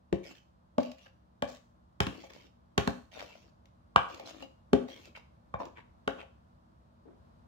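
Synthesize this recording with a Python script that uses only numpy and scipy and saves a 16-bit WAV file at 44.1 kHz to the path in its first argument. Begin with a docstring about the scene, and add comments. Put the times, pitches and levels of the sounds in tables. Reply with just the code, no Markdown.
"""A metal spoon scoops creamy fruit salad out of a plastic bowl in a small kitchen.
Its knocks click and set off damped modes of the wall, dull where cream cushions it and sharp where it is bare.
Between knocks it drags wetly over the plastic, as showers of micro-slips, with small snaps and rasps.
Near the end it pats the salad with one soft squelch of filtered grains.
Echoes, a short tail, shaped room noise and a wavering two-tone hum make up the kitchen."""
import sys
import numpy as np
from scipy import signal
from scipy.fft import rfft, irfft, next_fast_len
from scipy.io import wavfile
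from scipy.ndimage import uniform_filter1d

SR = 44100
rng = np.random.default_rng(int(sys.argv[2]) if len(sys.argv) > 2 else 0)


def output_pcm(signal):
    """Save a mono or channel-first signal as 16-bit PCM at the path in sys.argv[1].

    Samples are clipped to [-1, 1] before scaling.
    """
    pcm = np.clip(np.atleast_2d(signal).T, -1, 1) * 32767
    wavfile.write(sys.argv[1], SR, np.round(pcm).astype(np.int16))


N = 329427

# All source levels are fader settings, before any trims in the functions, the room and the final filters.

# The spoon lands on the wall; grip and load retune the bowl's two strongest rings each time.
# Each row: start in seconds, click level in dB, clatter level in dB, centre of the clatter in Hz,
# thump level in dB, low ring in Hz and its level in dB, high ring in Hz and its level in dB,
# 60 dB decay of the low ring in seconds.
KNOCK_EVENTS = [ (0.1271, -23.5, -31, 560, -20.5, 197, -22.5, 358.4, -14.5, 0.056),
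                (0.782, -24, -24, 850, -53, 248, -20, 605, -14.5, 0.12),
                (1.423, -18.5, -25, 1020, -30, 251, -31, 581, -23.5, 0.11),
                (2.0041, -7.5, -30.5, 880, -15.5, 395, -22.5, 835, -23.5, 0.046),
                (2.0679, -19.5, -37, 1104, -25.5, 204, -31.5, 260, -28, .06),
                (2.7786, -7, -20, 1256, -16, 253, -26, 395, -17, 0.066),
                (2.8751, -13.5, -24.5, 1046, -21, 241, -19, 395, -23.5, 0.055),
                (3.961, -15.5, -16.5, 1270, -21, 957, -5.5, 1148, 8, 0.01),
                (4.732, -16, -21.5, 700, -17.5, 256.1, -13, 395, -11.5, 0.1),
                (5.5402, -39, -28.5, 1110, -29, 601, -31.5, 1072, -29, 0.0706),
                (6.0769, -19.5, -25.5, 903, -43, 270, -25, 429, -19.5, 0.043)]
HIGH_RING_SHARE = 0.65  # the high ring's decay time as a share of the low ring's
# Modes of the plastic wall. Each row: frequency in Hz, level in dB, 60 dB decay in seconds.
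WALL_MODES = [(395, -9.5, 0.12), (450, -6.5, 0.017), (533, -2.5, 0.18), (620.5, -3, 0.043),
              (649, -4.5, 0.094), (672, -1, 0.051), (828, 1, 0.035), (970, -9, 0.016), (1126, -2.5, 0.044),
              (1330, -1.5, 0.0051), (1420, -7.5, 0.031), (1536, -7.5, 0.013), (1744, -7.5, .03),
              (2305, -1.5, .025), (3200, -8, .035), (3590, -7.5, 0.086)]
# Colour of the contact click. Each row: frequency in Hz, relative level in dB.
CLICK_COLOUR = [(100, -21.5), (500, -6), (1200, 11), (2000, 5), (3100, 5), (4500, -4.5), (7000, -11),
                (9000, -20.5), (12500, -24), (16000, -25.5)]

# One push of the spoon along the wall. Each row: start in seconds, length in seconds,
# wet hiss level in dB, rub level in dB, easing of the pressure over the push in dB (negative builds up),
# resonance of the spoon's hollow in Hz, resonance of the rubbed wall in Hz.
DRAG_EVENTS = [ (0.228, 0.094, -55.5, -59.5, -0.5, 2560, 344), (0.347, 0.046, -53.5, -76, 15, 2470, 380),
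               (0.796, 0.14, -49.5, -62, 15.5, 2960, 650), (0.97, .11, -62.5, -63.5, 1.5, 2900, 700),
               (1.473, .095, -50, -54, 9, 6060, 620), (2.11, 0.16, -60, -60.5, -3, 2720, 400),
               (2.29, 0.18, -55.5, -57, 8.5, 2490, 450), (3.11, .1, -57.5, -55.5, -10, 3000, 684),
               (3.214, .13, -52, -55.5, 8.5, 2400, 660), (3.344, 0.15, -62, -59.5, 11.5, 5000, 450),
               (4.079, 0.24, -52, -50.5, 12.5, 3040, 600), (4.247, 0.061, -52, -54, -2.5, 4600, 900),
               (4.325, .115, -62.5, -55, -4.5, 3500, 327), (4.874, 0.21, -54, -60.5, 5, 2820, 400),
               (5.149, 0.03, -56, -55.5, 1, 3300, 1200), (5.589, 0.076, -54.5, -42, 9, 2490, 895),
               (5.765, 0.029, -68, -51.5, 6.5, 3600, 1000), (6.166, 0.049, -70.5, -53, -0.5, 2800, 900)]
PRESS_S, LIFT_S = 0.014, 0.01  # pressure's rise time, and time constant as the spoon lifts
# Colour of the wet hiss. 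Each row: frequency in Hz, relative level in dB.
SMEAR_COLOUR = [(500, -19.5), (1200, -12), (1900, -1), (2600, 3), (3300, -1), (4500, -2.5), (7000, -8),
                (8800, -23.5), (11000, -23), (13000, -19), (16000, -22)]
# Colour of the rubbed wall. Each row: frequency in Hz, relative level in dB.
RUB_COLOUR = [(120, -21), (260, 8.5), (400, -0.5), (620, 5), (850, -4), (1150, -0.5), (1600, -8.5),
              (3000, -13), (8000, -54)]

# The spoon catches on fruit or the rim.
# Each row: start in seconds, wet snap level in dB, level of the wall's knock in dB.
CATCH_EVENTS = [ (0.8315, -32, -64), (0.916, -34, -48), (0.987, -49, -67), (1.06, -54, -53),
                (2.237, -58, -41), (2.3349, -37, -59), (3.195, -33, -67), (3.656, -46, -68),
                (4.098, -42, -41), (4.1454, -32, -60), (4.197, -33, -36.5), (4.424, -34.5, -38),
                (4.885, -44, -41), (5.055, -35.5, -57), (5.6085, -59, -33), (5.6543, -36.5, -44.5),
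                (6.2268, -48, -43.5)]
CATCH_S = 0.003  # time constant of one snap
# The spoon's edge judders over the rim.
# Each row: start in seconds, level in dB, length in seconds, pitch of the rasp in Hz.
RASP_EVENTS = [(1.058, -57.5, 0.015, 1850), (3.181, -49.5, 0.034, 2130), (4.257, -58.5, 0.054, 4640),
               (5.149, -51, 0.023, 1850), (5.756, -56.5, 0.057, 2040), (6.188, -46.5, 0.034, 2140)]
# The spoon rings as it strikes or slips free.
# Each row: start in seconds, frequency in Hz, level in dB, 60 dB decay in seconds.
SPOON_RINGS = [(2.7812, 3390, -28.5, 0.012), (3.961, 2950, -12.5, 0.009), (3.9641, 1607, -22.5, 0.1),
               (4.259, 4130, -47.5, 0.054), (4.4265, 2850, -41.5, 0.057), (4.735, 3200, -23.5, 0.0059),
               (6.0766, 2984, -26.5, 0.01), (6.079, 1473, -19.5, 0.011)]
# Colour of the spoon patting the salad. Each row: frequency in Hz, relative level in dB.
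PAT_SPECTRUM = [(100, -33), (290, 5.5), (450, -2), (700, -10), (1500, -24.5), (4000, -51.5), (12000, -65.5)]

# How much later the right port hears the bowl. Each row: frequency in Hz, lag in seconds.
RIGHT_LAG = [(120, 0.0018), (280, 0.0002), (600, 0.00052), (1100, 0.00022), (8000, .00027)]
# How much louder the left port hears the bowl. Each row: frequency in Hz, left over right in dB.
LEFT_BALANCE = [(100, -3), (330, 6), (700, 1), (1300, 0), (2800, 0.5), (5500, -3), (10000, 3.5)]
# First echoes from the table and bowls. Each row: delay in seconds, left gain, right gain.
NEAR_ECHOES = [(.0022, .15, .1), (0.01, -.12, .12), (0.0192, .2, -.1), (0.0294, .1, .13)]
# Decay of the kitchen's tail. Each row: frequency in Hz, 60 dB decay in seconds.
TAIL_T60 = [(100, 0.15), (300, 0.33), (1000, 0.3568), (3000, 0.3464), (7000, 0.45), (14000, 0.55)]
# Colour of the kitchen's tail. Each row: frequency in Hz, relative level in dB.
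TAIL_COLOUR = [(60, -10), (250, -1), (600, -7.5), (1200, -5.5), (3000, -5), (7000, -6.5), (14000, -7.5)]

# Colour of the kitchen's still air. Each row: frequency in Hz, relative density in dB per Hz.
AIR_COLOUR = [(15, -32), (25, -16.5), (53, -0.5), (157, -8.5), (180, -19), (242, -5.5), (263, -26),
              (309, -15.5), (394, -27.5), (624, -20), (734, -24.5), (1020, -25), (2220, -41.5), (3820, -43),
              (16000, -61.5)]
AIR_DB = -63.5  # rms of the air's mid signal before its swell
# Width of the air. Each row: frequency in Hz, side over mid in dB.
AIR_SIDE = [(60, -9.5), (110, -10.5), (200, -12.5), (380, 4), (700, 3), (1290, 7), (2380, -2), (4400, 2),
            (8120, -3), (15000, -3)]
# The air swells a little over time. Each row: time in seconds, gain in dB.
AIR_GAIN = [(0, -2), (6.3, 2), (6.6, 1), (7.05, 1), (7.25, 3.5), (7.47, 3)]
# Hum of an appliance. Each row: frequency in Hz, rms level in dB.
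HUM_TONES = [(70, -72), (184, -72.5)]
EDGE_HZ = 16000  # upper band limit


def knocks(click_s=0.0027, first_touch=0.5, click_db=7, octaves=1.0,
           flex_s=0.003, thump_hz=138, thump_t60=0.027, swell_s=0.001):
    """Steel clicks on plastic, the wall clatters, then the whole loaded bowl flexes and rings."""
    out, clicks = np.zeros((2, N)), np.zeros((2, N))
    t = np.arange(SR // 5) / SR
    modes = wall_modes(t)
    for s, click, clatter, centre_hz, thump, low_hz, low_db, high_hz, high_db, t60 in KNOCK_EVENTS:
        clattering = amp(clatter) * favour(centre_hz, octaves) @ modes
        rings = ring(t, low_hz, low_db, t60) + ring(t, high_hz, high_db, HIGH_RING_SHARE * t60)
        body = clattering + rings * (1 - np.exp(-t / swell_s))
        thud = ring(t - flex_s, thump_hz, thump, thump_t60)
        add(out, s, body + thud)
        contact = chatter(t, click_s) + first_touch * (t == 0)
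        add(clicks, s, amp(click + click_db) * contact)
    return out + colour(clicks, CLICK_COLOUR)


def wall_modes(t):
    """Each mode of the wall as a row; neighbours swing in opposite directions."""
    return np.array([(-1) ** k * ring(t, *mode) for k, mode in enumerate(WALL_MODES)])


def favour(centre_hz, octaves):
    """The place and softness of a contact favour the modes near one pitch."""
    distance = np.log2(np.array(WALL_MODES)[:, 0] / centre_hz)
    return np.exp(-distance ** 2 / octaves ** 2)


def chatter(t, length):
    """A decaying noise burst of tiny contacts with unit energy; length is its time constant."""
    burst = rng.standard_normal((2, len(t))) * np.exp(-t / length)
    return burst / np.linalg.norm(burst, axis=1, keepdims=True)


def scrapes(hiss_db=-1, rub_db=2.5):
    """Cream crackles under the dragging spoon while stick and slip rub the wall."""
    out = np.zeros((2, N))
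    t = np.arange(SR // 3) / SR
    for s, length, wet, rub, ease_db, hollow_hz, wall_hz in DRAG_EVENTS:
        crackle = colour(grains(len(t), per_s=1400, spread_db=1.5), SMEAR_COLOUR)
        crackle = shifting(crackle, hollow_hz, peak_db=4.5, patchy_db=5)
        rubbing = colour(grains(len(t), per_s=400, spread_db=3.0), RUB_COLOUR)
        rubbing = shifting(rubbing, wall_hz, peak_db=7, patchy_db=5.5)
        grip = pressure(t, length, ease_db) * stick_slip(len(t), slip_s=0.004, uneven_db=1.5)
        add(out, s, grip * (amp(wet + hiss_db) * crackle + amp(rub + rub_db) * rubbing))
    return out


def grains(size, per_s, spread_db):
    """Micro-slips at random moments, most small and a few large, scaled to rms 1."""
    sizes = amp(spread_db * np.minimum(rng.exponential(1, size), 4))
    slips = sizes * (rng.random(size) < per_s / SR)
    return unit(slips * rng.standard_normal((2, size)))


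def shifting(x, peak_hz, peak_db, patchy_db, octaves=0.56):
    """One broad band is lifted or dipped while patches of the wall come and go under the moving spoon."""
    hz, _, z = signal.stft(x, SR, nperseg=512)
    patches = rng.standard_normal(z.shape[1:])
    patches = uniform_filter1d(patches, size=3, axis=0)  # smooth over frequency
    patches = unit(uniform_filter1d(patches, size=9, axis=1))  # smooth over time
    peak = np.exp(-(np.log2((hz[:, None] + 1) / peak_hz) / octaves) ** 2)
    shaped = signal.istft(z * amp(patchy_db * patches + peak_db * peak), SR)[1]
    return unit(shaped[:, :x.shape[1]])


def pressure(t, length, ease_db):
    """The spoon presses in, eases off (or builds up, if ease_db is negative) and lifts away."""
    held = amp(-ease_db * np.minimum(t / length, 1))
    lift = np.exp(-np.maximum(t - length, 0) / LIFT_S)
    return np.minimum(t / PRESS_S, 1) * held * lift


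def stick_slip(size, slip_s, uneven_db):
    """The grip on the plastic comes and goes at random, with a new target every slip_s."""
    t = np.arange(size) / SR
    return amp(uneven_db * np.interp(t / slip_s, np.arange(200), rng.standard_normal(200)))


def catches(snap_db=6, wall_db=-2, centre_hz=700, octaves=0.8):
    """Small slips of the spoon: cream snaps and the wall answers."""
    out, snaps = np.zeros((2, N)), np.zeros((2, N))
    t = np.arange(SR // 10) / SR
    answer = favour(centre_hz, octaves) @ wall_modes(t)
    for s, snap, knock in CATCH_EVENTS:
        add(snaps, s, amp(snap + snap_db) * chatter(t, CATCH_S))
        add(out, s, amp(knock + wall_db) * answer)
    return out + colour(snaps, SMEAR_COLOUR)


def rasps(slips_per_s=420, octaves=0.51, patchy_db=4):
    """Quick uneven slips, heard through one broad resonance of the rim."""
    out = np.zeros((2, N))
    t = np.arange(SR // 8) / SR
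    for s, db, length, hz in RASP_EVENTS:
        pace = rng.exponential(1, len(t) // 64 + 1).repeat(64)[:len(t)]  # redrawn every 64 samples
        turns = np.cumsum(slips_per_s * pace) / SR
        slips = np.exp(-4 * (turns % 1)) * rng.standard_normal((2, len(t)))
        band = [(f, -10 * np.log10(1 + (np.log2(f / hz) / octaves) ** 6))
                for f in np.geomspace(100, 16000, 24)]
        rasp = shifting(colour(slips, band), hz, peak_db=-1.5, patchy_db=patchy_db)
        arch = np.sqrt(np.sin(np.pi * np.minimum(t / length, 1)).clip(0))
        add(out, s, amp(db) * rasp * arch)
    return out


def spoon():
    """Short ring of the steel as damped sines, stifled by the hand."""
    out = np.zeros((2, N))
    t = np.arange(SR // 2) / SR
    for s, hz, db, t60 in SPOON_RINGS:
        add(out, s, ring(t, hz, db, t60))
    return out


def pat(start_s=7.052, length_s=0.082, pat_db=-51, ease_db=9):
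    """A soft, dull squelch of grains in the salad, shaped by the spoon's pressure."""
    out = np.zeros((2, N))
    t = np.arange(SR // 4) / SR
    squelch = colour(grains(len(t), per_s=600, spread_db=1.5), PAT_SPECTRUM)
    add(out, start_s, amp(pat_db) * pressure(t, length_s, ease_db) * squelch)
    return out


def ports(x):
    """Sound bends round to the right microphone port: later, most in the bass, with a balance set by pitch."""
    size = next_fast_len(N, True)
    hz = np.fft.rfftfreq(size, 1 / SR)
    lean = amp(read(LEFT_BALANCE, hz) / 2)  # half the difference on each side
    late = np.exp(-2j * np.pi * hz * read(RIGHT_LAG, hz))
    return irfft(rfft(x, size) * np.array([lean, late / lean]), size)[:, :N]


def kitchen(x, tail_db=-2, gap_s=0.0073, mono_hz=350):
    """A few near echoes and a short diffuse tail whose bass is alike at both ports."""
    count = SR // 2
    taps = rng.choice([-1., 1.], (2, count)) * (rng.random((2, count)) < 4000 / SR)  # sparse reflections
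    hz, t, z = signal.stft(taps, SR, nperseg=256)
    same = np.exp(-(hz[:, None] / mono_hz) ** 2 / 2)
    z = np.array([z[0], same * z[0] + np.sqrt(1 - same ** 2) * z[1]])
    t60 = read(TAIL_T60, hz)[:, None]
    decay = np.exp(-np.log(1000) * t / t60)
    z = z * decay * amp(read(TAIL_COLOUR, hz))[:, None] / np.sqrt(t60)  # energy independent of t60
    tail = signal.istft(z, SR)[1][:, :count]
    tail = tail / np.sqrt(np.mean(taps ** 2) * SR / np.log(10 ** 6))
    response = np.zeros((2, SR))
    add(response, gap_s, amp(tail_db) * tail)
    for s, left, right in NEAR_ECHOES:
        add(response, s, np.array([[left], [right]]))
    return x + signal.fftconvolve(x, response, axes=1)[:, :N]


def air(waver=0.92):
    """Low room rumble and faint wide hiss from shaped noise, plus a hum whose phase wavers (radians)."""
    size = next_fast_len(N, True)
    hz, t = np.fft.rfftfreq(size, 1 / SR), np.arange(N) / SR
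    z = rfft(rng.standard_normal((2, size))) * amp(read(AIR_COLOUR, hz))
    mid, side = irfft(z * [np.ones(len(hz)), amp(read(AIR_SIDE, hz))], size)[:, :N]
    noise = np.array([mid + side, mid - side]) / mid.std()
    drift = np.interp(t, np.linspace(0, t[-1], 64), rng.standard_normal(64))
    hum = sum(amp(db) * np.sqrt(2) * np.sin(2 * np.pi * f * t + waver * drift) for f, db in HUM_TONES)
    return amp(AIR_DB) * level(*np.transpose(AIR_GAIN)) * noise + hum


def amp(db):
    """Decibels to gain."""
    return 10 ** (np.asarray(db) / 20)


def unit(x):
    """Scales to rms 1."""
    return x / np.sqrt(np.mean(x ** 2) + 1e-20)


def read(points, hz):
    """Reads a table on a log-frequency axis."""
    f, value = np.transpose(points)
    return np.interp(np.log(hz + 1), np.log(f), value)


def add(mix, s, sound):
    """Mixes a sound in at time s."""
    part = mix[:, round(s * SR):][:, :sound.shape[-1]]
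    part += sound[..., :part.shape[1]]


def colour(x, points, size=4096):
    """Causal minimum-phase filter of unit energy with the given spectrum."""
    log_gain = np.log(amp(read(points, abs(np.fft.fftfreq(size, 1 / SR)))))
    taps = np.fft.ifft(np.exp(np.conj(signal.hilbert(log_gain)))).real[:size // 2]
    return signal.oaconvolve(x, taps[None] / np.linalg.norm(taps), axes=1)[:, :x.shape[1]]


def level(s, db):
    """Gain over the whole scene from a dB curve, silent outside it."""
    steps = np.arange(0, N, 64)
    gains = amp(np.interp(steps / SR, s, db, left=-200, right=-200))
    return np.interp(np.arange(N), steps, gains)


def ring(t, hz, db, t60):
    """A damped mode that starts at t = 0."""
    t = np.maximum(t, 0)
    return amp(db) * np.exp(-np.log(1000) * t / t60) * np.sin(2 * np.pi * hz * t)


def scene(knock_db=1.5, drag_db=-1.0):
    """Spoon and bowl in the kitchen."""
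    bowl = amp(knock_db) * knocks() + catches() + amp(drag_db) * scrapes() + rasps() + spoon()
    return kitchen(ports(bowl + pat())) + air()


def record(dry, low_cut_hz=58):
    """Bass roll-off, full-scale limit and band limit."""
    lean = signal.sosfilt(signal.butter(4, low_cut_hz, "high", fs=SR, output="sos"), dry)
    taps = signal.firwin(401, EDGE_HZ, window=("kaiser", 8), fs=SR)
    return signal.oaconvolve(np.clip(lean, -1, 1), taps[None], "same", axes=1)


dry = scene()
out = record(dry)
output_pcm(out)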